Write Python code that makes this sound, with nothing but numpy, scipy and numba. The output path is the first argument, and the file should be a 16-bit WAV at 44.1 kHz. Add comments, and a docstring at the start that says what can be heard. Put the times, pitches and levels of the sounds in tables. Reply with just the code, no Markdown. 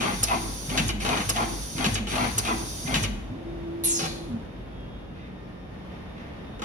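"""First comes a hiss of air and a whirr, over the hum of a factory: a pick-and-place machine is putting
parts on a circuit board. Vacuum nozzles hiss as they hold the parts, and a motor-driven screw slides
their head along ball rails (the gantry). Nozzles clack, the frame thuds and valves spit, in three like
cycles. Then a stepper motor sings as it drives the conveyor, an air cylinder vents and the board support
drops with two clanks. Fans and hum go on throughout, with a few faint rustles near the end."""
import sys
import numpy as np
from scipy import signal
from scipy.fft import rfft, irfft
from scipy.io import wavfile
from numba import njit

SR = 44100
rng = np.random.default_rng(int(sys.argv[2]) if len(sys.argv) > 2 else 0)


def transcribe(signal):
    """Save signal, clipped to [-1, 1], as a 16-bit WAV file at the path in sys.argv[1]."""
    frames = np.atleast_2d(signal).T
    limited = np.clip(frames, -1, 1)
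    pcm = np.round(limited * 32767).astype(np.int16)
    wavfile.write(sys.argv[1], SR, pcm)


N = 292824
T = np.arange(N) / SR
FREQS = np.maximum(np.arange(N // 2 + 1) * SR / N, 1)

# the machine's timetable: name of a step (its cue) -> every t/s at which it happens
CUES = {"lift": [-.06, 0.99, 2.072], "pick": [.2305, 1.2922, 2.3793], "camera": [.26, 1.33, 2.424], "place":
        [.776, 1.8415, 2.9402], "release": [.879, 1.9405, 3.0275], "unclamp": [3.838], "belt": [3.3, 4.335]}
# hiss of the ejectors, the air jets that make the vacuum: f/Hz, level/dB
HISS_SPECTRUM = [(300, -12.5), (1000, -14), (2700, -7), (3450, 1), (3950, -3), (4600, 1), (5200, -1.5),
                 (6100, 3.5), (7600, -4), (9000, 1), (10700, 0.8), (12000, 1.5), (13200, -7.5), (15000, -1)]
# whistles of the ejectors: f/Hz, level/dB against the hiss
WHISTLES = [(3660, -19.5), (4700, -24.5), (5320, -25), (5980, -19), (8250, -23), (8700, -21)]
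# gantry moves (to the parts, to the camera, across it, to the board): cue, delay/s, length/s,
# rail roar/dB, screw whirr/dB, ball chatter/dB, panel drone/dB, motor tone/dB, top motor f/Hz
MOVES = [("pick", -0.28, .205, -30, -34.5, -31.5, -33, -32.5, 249),
         ("camera", .003, .125, -37, -28.5, -34, -42, -40, 228),
         ("camera", .055, .225, -45, -49, -63, -40, -37.5, 336),
         ("place", -.085, .145, -34, -41.5, -34.5, -37, -29.5, 258)]
# resonances, the pitches at which each part likes to ring: f/Hz, width/Hz, level/dB
RAIL_MODES = [(390, 180, -3), (529, 50, -1), (620, 78, -7), (728, 46, 0.5), (835, 110, 0.5), (961, 70, -.5),
              (1095, 110, -2), (1500, 230, -5), (2097, 150, -6.5)]
SCREW_MODES = [(560, 60, -8.5), (690, 30, 2), (781, 32, 3), (903, 40, -9.5), (993, 34, 0.5),
               (1071, 31, -2.5), (1145, 25, -5.5), (1269, 50, -6.5), (1333, 24, -3.5), (2006, 50, -11),
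               (2087, 36, -8.5), (2175, 40, -11.5)]
BALL_MODES = [(1640, 390, -5), (2094, 140, -2.5), (2325, 140, -1), (2780, 540, -5.5), (3060, 200, -3.5),
              (3540, 520, -6), (4500, 600, -9), (6100, 900, -27.5)]
PANEL_MODES = [(100, 25, -2), (148.5, 25, -3.5), (193.3, 32, -3), (238.3, 22.7, -0.5), (292.4, 17, -3),
               (363, 110, -9.5)]
LOOSE_MODES = [(800, 25, -3.5), (1026, 30, -3), (1390, 35, -7.5), (2070, 40, -1.5), (2380, 45, -3.5),
               (3060, 60, -6)]  # loose covers and cable chain links
HEAD_MODES = [(1560, 120, -5), (1847, 150, -1), (2100, 95, -4), (2294, 89, 0.5), (2534, 120, 1),
              (2707, 80, -1.5), (2924, 190, -2.5), (3366, 230, -1), (3910, 400, -6.5), (4470, 200, -6.5),
              (6240, 1400, -9.5), (8360, 2000, -12), (12000, 3500, -18.5)]
SHAFT_MODES = [(2160, 76, -3.5), (2387, 90, -3.5), (2720, 90, -3.5), (2820, 110, -3), (2975, 170, 0),
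               (3330, 80, -8), (3720, 140, -6.5), (4240, 120, -12.5), (4560, 70, -10.5), (6400, 1200, -20),
               (9100, 1800, -20)]  # nozzle shafts
PLATE_MODES = [(455, 40, -7), (550, 14, -4), (757, 14, 0), (800, 35, -2), (1184, 16, -9), (1400, 60, -9),
               (2353, 14, -10)]  # the plate that supports the board
# rush of air in the hall: f/Hz, level/dB
HALL_SPECTRUM = [(20, -39), (36, -8), (50, 0), (80, -3.5), (190, -6), (300, -10.5), (500, -16.5),
                 (800, -22), (1500, -27.5), (2600, -31), (3500, -34), (4000, -40.5), (5500, -44),
                 (6000, -48.5), (7500, -50.5), (15000, -51)]
# low drones of the machine and a fan: start t/s, stop t/s, f/Hz, level/dB
DRONES = [(-0.5, 5.1, 49, -48), (5, 6.2, 183, -48.5), (4.5, 6.7, 231.5, -56)]
# whining fans and drives: start t/s, stop t/s, f/Hz, list of (multiple of f, level/dB)
WHINES = [(4.6, 5.15, 558, [(1, -61), (3, -68), (5, -69), (6, -69)]), (5.15, 6.7, 610, [(2, -66), (3, -68),
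          (5, -79), (6, -77)]), (4.7, 4.95, 3440, [(0.95, -64)]), (3.0, 5.4, 1828, [(1, -72), (2, -67.5)]),
          (5.3, 6.7, 1824, [(1, -63.5), (2, -69), (3, -77.5)]), (6.35, 6.7, 3650, [(1, -60.5)])]
# hits of the nozzles, head, support and board: t/s, length/s, hard knock/dB, bright ring/dB, dull clunk/dB
STROKES = [(1.002, 0.022, -42, -34, -43), (2.07, .035, -38.5, -38.5, -40.5),
           (1.0495, .016, -30.5, -37, -31), (2.1175, 0.0092, -35, -37.5, -37.5),
           (.008, 0.033, -33, -39, -33), (1.0905, .003, -29, -41, -33), (1.173, .008, -32, -41, -38),
           (2.155, .008, -32.5, -42, -32.5), (1.2035, .016, -34, -44.5, -33.5),
           (.2835, .012, -36, -43, -39.5), (1.3625, .007, -30.5, -43, -36), (2.4505, .01, -33, -42, -37),
           (2.4735, .006, -32, -40, -34.5), (1.4015, .016, -44, -50, -28.5), (2.4875, .02, -42, -50, -29.5),
           (.227, .02, -36, -46, -34), (1.29, 0.017, -32.5, -46.5, -32), (2.377, .018, -37, -44, -33.5),
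           (.695, .012, -39, -43, -40.5), (1.781, 0.0073, -34, -40.5, -36),
           (2.872, 0.0072, -42, -47, -40.5), (.7755, 0.0022, -22.5, -33.5, -33.5),
           (.7815, .016, -25, -34, -33), (1.8435, 0.019, -24.5, -33.5, -30.5),
           (2.9415, .021, -23.5, -32.5, -31.5), (2.971, 0.0049, -33, -35, -37),
           (.889, 0.017, -35.5, -29, -35), (1.954, .006, -31, -29, -35.5),
           (1.968, 0.019, -39.5, -35.5, -38.5), (3.036, 0.015, -35.5, -30.5, -35.5),
           (3.992, 0.021, -35, -43, -38), (4.029, .035, -35, -44, -37), (6.594, 0.0043, -50, -52, -42),
           (6.619, 0.022, -39, -45, -34)]
# jolts of the frame: cue, delay/s, thud level/dB, panel f/Hz, ring time/s, sway level/dB
JOLTS = [("pick", -.1, -34, 187, .04, -34), ("pick", -0.027, -33, 106, .06, -38),
         ("camera", .08, -35.5, 232, 0.047, -38.5), ("camera", .18, -41, 108, .05, -35),
         ("place", -.09, -28, 137, 0.0068, -36), ("place", .02, -23.5, 152, .011, -33),
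         ("place", .024, -30.5, 220, .035, -41), ("place", .075, -30, 102, .045, -31),
         ("release", 0.059, -33, 205, .05, -35), ("unclamp", .19, -30.5, 162, .028, -57),
         ("belt", 0, -38, 104, .04, -55.5)]
# air let out of the valves: cue, delay/s, jet level/dB, pressure fall time/s, first f/Hz, last f/Hz,
# opening crack level/dB, hall echo level/dB
PUFFS = [("pick", -.001, -24.5, .004, 7500, 5500, -27, -12),
         ("pick", .0017, -21, .002, 10500, 8300, -8.5, -9),
         ("pick", .0062, -16.5, .005, 7600, 4400, -18, -11),
         ("release", 0, -23, .011, 9800, 4600, -38, -9.5),
         ("unclamp", -.001, -16.5, .105, 12400, 3900, -22, -6)]
# broad spray of an open valve: f/Hz, level/dB
SPRAY_SPECTRUM = [(300, -13), (1500, -9.5), (2800, -0.5), (3600, 2), (5000, 0), (6200, 1.5), (7600, 0),
                  (9500, 4.5), (11000, 0.5), (13200, -5.5), (15000, -5)]
# the conveyor's stepper motor: t/s, step f/Hz, level/dB, unevenness/dB
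STEPPER = [(3.27, 205, -52, 7), (3.305, 238, -36.5, 5), (3.355, 268, -36, 5), (3.375, 336, -42, 3),
           (3.44, 337, -45, 4), (3.47, 339.4, -37, 0.5), (3.6, 337.4, -38, 0), (3.67, 336.7, -34.5, 0),
           (3.95, 338, -34, 1.5), (4.04, 337, -37.5, 0), (4.08, 337.4, -46, 3), (4.2, 338.8, -40.5, 2),
           (4.28, 336.5, -43, 1), (4.295, 252, -35, 4), (4.32, 236, -30.5, 1), (4.38, 230, -37.5, 6.5),
           (4.42, 225, -58, 3)]
# faint rustles: t/s, length/s, level/dB
RUSTLES = [(5.144, 0.12, -52.5), (5.91, 0.045, -52.5), (6.16, 0.054, -48), (6.26, 0.15, -57)]
# stereo width, the channels' difference (side) against their average (mid): f/Hz, level/dB
STEREO_WIDTH = [(60, -11), (200, -13.5), (400, -0.5), (700, -2), (1400, 1), (4400, 0.5), (6700, 0),
                (7750, 24), (9000, 0.5), (10800, -22.5), (12400, -7), (14000, 35.5)]
# overall tone colour, a dip in the high treble: f/Hz, level/dB
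TONE_COLOUR = [(7000, 0), (11200, -4.5), (12500, -8), (13800, -1)]


def undb(db):
    """Turn decibels into a factor to multiply by."""
    return 10 ** (np.asarray(db) / 20)


def unit(x):
    """Scale a signal to an average strength (rms) of 1."""
    return x / np.sqrt(np.mean(x ** 2))


def slope(points):
    """Join (f/Hz, level/dB) points into a gain for every frequency."""
    hz, db = np.transpose(points)
    return undb(np.interp(np.log(FREQS), np.log(hz), db))


def body(modes):
    """How an object with these resonances answers at every frequency."""
    return sum((-1) ** k * undb(db) / (1 + 1j * (FREQS ** 2 - hz ** 2) / (FREQS * width))
               for k, (hz, width, db) in enumerate(modes))


def through(x, response):
    """Colour a signal with a filter whose average power gain is 1."""
    return irfft(rfft(x) * response / np.sqrt(np.mean(abs(response) ** 2)), N)


def noise():
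    """Separate white noise for each ear."""
    return rng.standard_normal((2, N))


def walk(rate):
    """A random wobble of size about 1 that turns rate times a second."""
    knots = rng.standard_normal(2048)
    return 1.236 * np.interp(T * rate, np.arange(len(knots)), knots)


def impacts(rate, spread_db):
    """Tiny collisions of uneven size, about rate of them a second."""
    clicks = (rng.random(N) < rate / SR) * rng.choice([-1, 1], N)
    return unit(clicks * undb(spread_db * np.clip(rng.standard_normal(N), -2, 2)))


def gate(start, stop, rise, fall):
    """Fade in from start and die away after stop; all times in seconds."""
    return (1 - np.exp(-np.maximum(T - start, 0) / rise)) * np.exp(-np.clip((T - stop) / fall, 0, 20))


def tone(hz):
    """A pure tone on a moving pitch, a quarter cycle apart at the two ears."""
    phase = 2 * np.pi * (np.cumsum(hz) / SR + rng.random())
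    return np.sqrt(2) * np.array([np.sin(phase), np.cos(phase)])


def timed(table):
    """Repeat each row whenever its cue comes up, turning cue and delay into one time."""
    return [(s + delay, *rest) for cue, delay, *rest in table for s in CUES[cue]]


@njit
def sweep(x, hz, share):
    """Let through a band around a moving pitch; its width is a share of that pitch."""
    out, band, low = np.empty(len(x)), 0., 0.
    for i in range(len(x)):
        g = np.tan(np.pi * hz[i] / SR)
        v = (band + g * (x[i] - low)) / (1 + g * (g + share))
        band, low = 2 * v - band, low + 2 * g * v
        out[i] = share * v
    return out


def hood(x, early_db, early_s, hall_db, pan_db=0, hall_s=.6):
    """Add quick echoes under the machine's hood and longer ones from the hall; pan_db leans left."""
    early, hall = (rng.standard_normal((2, SR)) * np.exp(-np.log(1000) * T[:SR] / fade_s)
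                   for fade_s in (early_s, hall_s))
    response = undb(early_db) * unit(early) + undb(hall_db) * unit(hall)
    response[[0, 1], [16, 0]] += np.sqrt(SR)  # the direct sound reaches the left ear 16 samples late
    echoed = signal.fftconvolve(np.atleast_2d(x), unit(response) / np.sqrt(SR), axes=1)[:, :N]
    return echoed * undb(np.array([[pan_db], [-pan_db]]) / 2)


def vacuum(level_db=-35.5, bleed_s=.016, flicker_db=2, rough=.012, drift=.004):
    """Air hisses and whistles through narrow holes from each lift until the parts are let go."""
    holding = sum(gate(on, off + bleed_s, .012, .0065) for on, off in zip(CUES["lift"], CUES["release"]))
    flow = holding * undb(level_db + .5 * walk(30))
    whistles = sum(undb(db + flicker_db * walk(12)) * tone(hz * (1 + rough * walk(240) + drift * walk(5)))
                   for hz, db in WHISTLES)
    hiss = through(rng.standard_normal(N), slope(HISS_SPECTRUM))
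    return hood(flow * (hiss + whistles), 8.3, .1, -3.5, pan_db=-.5)


def gantry(judder_db=2, rest_hz=550, rise_hz=400):
    """Each move speeds up and brakes: rails roar, the screw whirrs, balls chatter, the motor shakes panels."""
    roar = whirr = chatter = drone = motor = fastest = 0
    for start, length, roar_db, whirr_db, chatter_db, drone_db, motor_db, top_hz in timed(MOVES):
        speed = np.maximum(np.sin(np.pi * np.clip((T - start) / length, 0, 1)), 0)
        fastest = np.maximum(fastest, speed)
        roar += undb(roar_db) * speed ** 1.05
        whirr += undb(whirr_db) * speed ** 1.8
        chatter += undb(chatter_db) * speed ** .48
        drone += undb(drone_db) * speed ** .16
        pace = np.minimum(1.6 * speed, 1)  # the motor holds its top speed in mid move
        motor += undb(motor_db) * pace ** 2 * tone(top_hz * pace)
    judder = undb(judder_db * walk(110))
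    rails = through(impacts(3000, 3) * roar * judder, body(RAIL_MODES))
    # the screw rings ever higher resonances as it spins faster
    spin = undb(-13) * unit(sweep(impacts(3000, 3), rest_hz + rise_hz * fastest, .15))
    rasp = undb(-5) * impacts(3000, 3)
    screw = through(whirr * judder * (spin + rasp), body(SCREW_MODES))
    balls = through(undb(-2.5) * impacts(1100, 4.8) * chatter * judder, body(BALL_MODES))
    panels = through(noise() * drone, body(PANEL_MODES))
    return (hood(rails, 4, .095, .5, pan_db=2)
            + hood(screw, 1, .05, -5.5, pan_db=.5)
            + hood(balls, -1.5, .037, .74, pan_db=3.5)
            + rattle(chatter) + panels + motor * undb(-3 + 2.2 * walk(40)))


def rattle(shake, rate=130, spread_db=4, shift=.05):
    """Loose parts clack as the moving head shakes them; their pitches wander a little."""
    clacks = 0
    for hz, width, db in LOOSE_MODES:
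        hits = impacts(rate, spread_db)
        pitch = hz * np.exp(shift * walk(14))
        clacks += undb(db) * unit(sweep(hits, pitch, width / hz))
    return hood(undb(-2) * unit(clacks) * shake, -4.5, .027, -6, pan_db=3.5)


def factory(air_db=-41, bright_db=3.5, split_hz=600):
    """Fans and distant machines make a steady rush; its bass swells and its treble flickers."""
    air = unit(through(noise(), slope(HALL_SPECTRUM)))
    treble = signal.sosfilt(signal.butter(2, split_hz, "high", fs=SR, output="sos"), air)
    bass = signal.sosfilt(signal.butter(2, split_hz, "low", fs=SR, output="sos"), air)
    shade_db = np.interp(T, [4.4, 4.9, 5.6, 6.2], [.1, -2.5, -2, .94])  # the fans' treble dips from 4.4 s and comes back by 6.2 s
    bass *= undb(.58 * walk(2.6))
    treble *= undb(bright_db + shade_db + .5 * walk(12))
    return undb(air_db) * (bass - treble)


def hum(wander=.0025, flutter_db=2.5):
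    """Fans and drives give off steady tones that waver a little and come and go."""
    out = 0
    whines = [(on, off, k * hz, db) for on, off, hz, multiples in WHINES for k, db in multiples]
    for on, off, hz, db in DRONES + whines:
        level = gate(on, off, .06, .06) * undb(db + flutter_db * walk(20))
        out += level * tone(hz * (1 + wander * walk(60)))
    return out


def strokes(slam=2.24, shaft_slam=.99):
    """Moving parts hit their stops: the head knocks, the nozzle shafts ring and the rails clunk."""
    knock = ring = clunk = 0
    for start, length, knock_db, ring_db, clunk_db in STROKES:
        blows = clatter(start, length, slam)
        knock += undb(knock_db) * blows
        clunk += undb(clunk_db) * blows
        ring += undb(ring_db) * clatter(start, length, shaft_slam)
    return (hood(through(knock, body(HEAD_MODES)), -1.4, .027, -2.8, pan_db=3.5)
            + hood(through(ring, body(SHAFT_MODES)), -1.5, .04, -5, pan_db=1.5)
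            + hood(through(clunk, body(RAIL_MODES)), 2.7, .053, 1.5))


def clatter(start, length, slam, gap_s=.0016, fall_s=.008, scatter_db=3, count=48):
    """A first blow, its strength set by slam, then quick uneven ones that die away after length."""
    gaps, sizes, sides = rng.random((3, count))
    t = gap_s * np.append(0, np.cumsum(gaps[1:] + .5))
    fade = np.exp(-np.maximum(t - length, 0) / fall_s)
    size = undb(scatter_db * (2 * sizes - 1)) * np.sign(sides - .5) * fade
    size[0] = slam
    return np.bincount(((start + t) * SR).astype(int), size * np.sqrt(gap_s * SR), N)[:N]


def jolts(sway_hz=50, sway_s=.14, push_s=.0021, sag=.25, sag_s=.008, boom_s=.12, boom_db=-10):
    """A change of speed thuds in one panel; the others boom after it and the frame sways on its feet."""
    thuds = boom_power = sway_power = 0
    for start, db, hz, ring_s, sway_db in timed(JOLTS):
        age = np.maximum(T - start, 0)
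        cycles = hz * (age + sag * sag_s * (1 - np.exp(-age / sag_s)))  # starts high and sags to hz
        level = undb(db) * gate(start, start + 2 * push_s, push_s, ring_s)
        thuds += level * np.sqrt(2) * np.sin(2 * np.pi * cycles)
        boom_power += (undb(db + boom_db) * gate(start, start + .025, .0081, boom_s)) ** 2
        sway_power += (undb(sway_db) * gate(start, start + .036, .032, sway_s)) ** 2
    booms = through(noise() * np.sqrt(boom_power), body(PANEL_MODES))
    sway = np.sqrt(sway_power) * tone(sway_hz * (1 + .09 * walk(18)))
    return thuds + booms + sway


def valves(spray_db=-9.5, lower_db=-3, lower_ratio=.824, share=.2, crack_hz=9700, crack_s=.0009):
    """A valve cracks open; as the pressure falls, the two bands of its jet drop in pitch and level."""
    out, t = 0, T[:SR // 2]
    spray = through(rng.standard_normal(N), slope(SPRAY_SPECTRUM))
    crack = through(rng.standard_normal(N), body([(crack_hz, 4600, 0)]) ** 2)
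    for cue, delay, db, empty_s, high_hz, low_hz, crack_db, hall_db in PUFFS:
        air = np.zeros(N)
        pitch = low_hz + (high_hz - low_hz) * np.exp(-t / empty_s)
        formed = 1 - np.exp(-t / (.00079 + .064 * empty_s))  # the jet takes a moment to form
        for start in CUES[cue]:
            span = int((start + delay) * SR) + np.arange(len(t))
            upper, lower = (
                unit(sweep(sweep(rng.standard_normal(len(t)), hz, share), hz, share) / np.sqrt(hz))
                for hz in (pitch, pitch * lower_ratio))
            jet = upper + undb(lower_db) * lower
            air[span] += undb(db) * formed * np.exp(-t / (.83 * empty_s)) * jet
            air[span] += undb(db + spray_db) * np.exp(-t / (1.1 * empty_s)) * spray[span]
            air[span] += undb(crack_db) * t / crack_s * np.exp(1 - t / crack_s) * crack[span]
        out += hood(air, .5, .05, hall_db)
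    return out


def conveyor(on_s=3.24, off_s=4.45, octave_db=-27, belt_db=-43, waver=.0043):
    """The stepper motor shudders up to speed, sings, slows to a grunt and stops; the belt rumbles."""
    times, *columns = np.transpose(STEPPER)
    step_hz, db, uneven_db = (np.interp(T, times, column) for column in columns)
    pitch = step_hz * (1 + waver * walk(30))
    level = undb(db + undb(-1) * uneven_db * walk(90))
    steps = level * (tone(pitch) + undb(octave_db) * tone(2 * pitch))
    belt_body = body([(90, 36, -7), (170, 77, -9.5), (290, 54, -10), (584, 240, -19)])
    belt = undb(belt_db) * through(noise(), belt_body)
    return gate(on_s, off_s, .044, .037) * (steps + belt)


def support(plate_db=-35.5, landings_s=(3.992, 4.03)):
    """The support plate clanks twice as it lands and rings on briefly."""
    blows = sum(clatter(start, length=.025, slam=2) for start in landings_s)
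    return hood(through(undb(plate_db) * blows, body(PLATE_MODES)), -5, .04, -8)


def rustles():
    """Tiny clicks crowd into soft, scratchy swells in the middle treble."""
    swell = sum(undb(db) * gate(start, start + length, .0044, .037) for start, length, db in RUSTLES)
    scratch = through(impacts(2500, 3.6) * swell, body([(2070, 1370, 0)]) ** 2)
    return hood(scratch, -2, .036, 0)


def scene():
    """The machine and the hall around it."""
    machine = gantry() + strokes() + support() + jolts() + vacuum() + valves() + conveyor()
    return machine + rustles() + factory() + hum()


def record(dry, top_hz=15800):
    """The bass sits in the centre, two treble bands spread very wide, and the top is cut."""
    dry = dry * np.minimum(T / .004, 1)  # quick fade-in
    width = slope(STEREO_WIDTH)
    colour = slope(TONE_COLOUR) * np.sqrt(2 / (1 + width ** 2))
    mid = irfft(rfft(dry[0] + dry[1]) / 2 * colour, N)
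    side = irfft(rfft(dry[0] - dry[1]) / 2 * colour * width, N)
    top_cut = signal.ellip(8, .2, 70, top_hz, fs=SR, output="sos")
    return signal.sosfilt(top_cut, np.array([mid + side, mid - side]))


dry = scene()
out = record(dry)
transcribe(out)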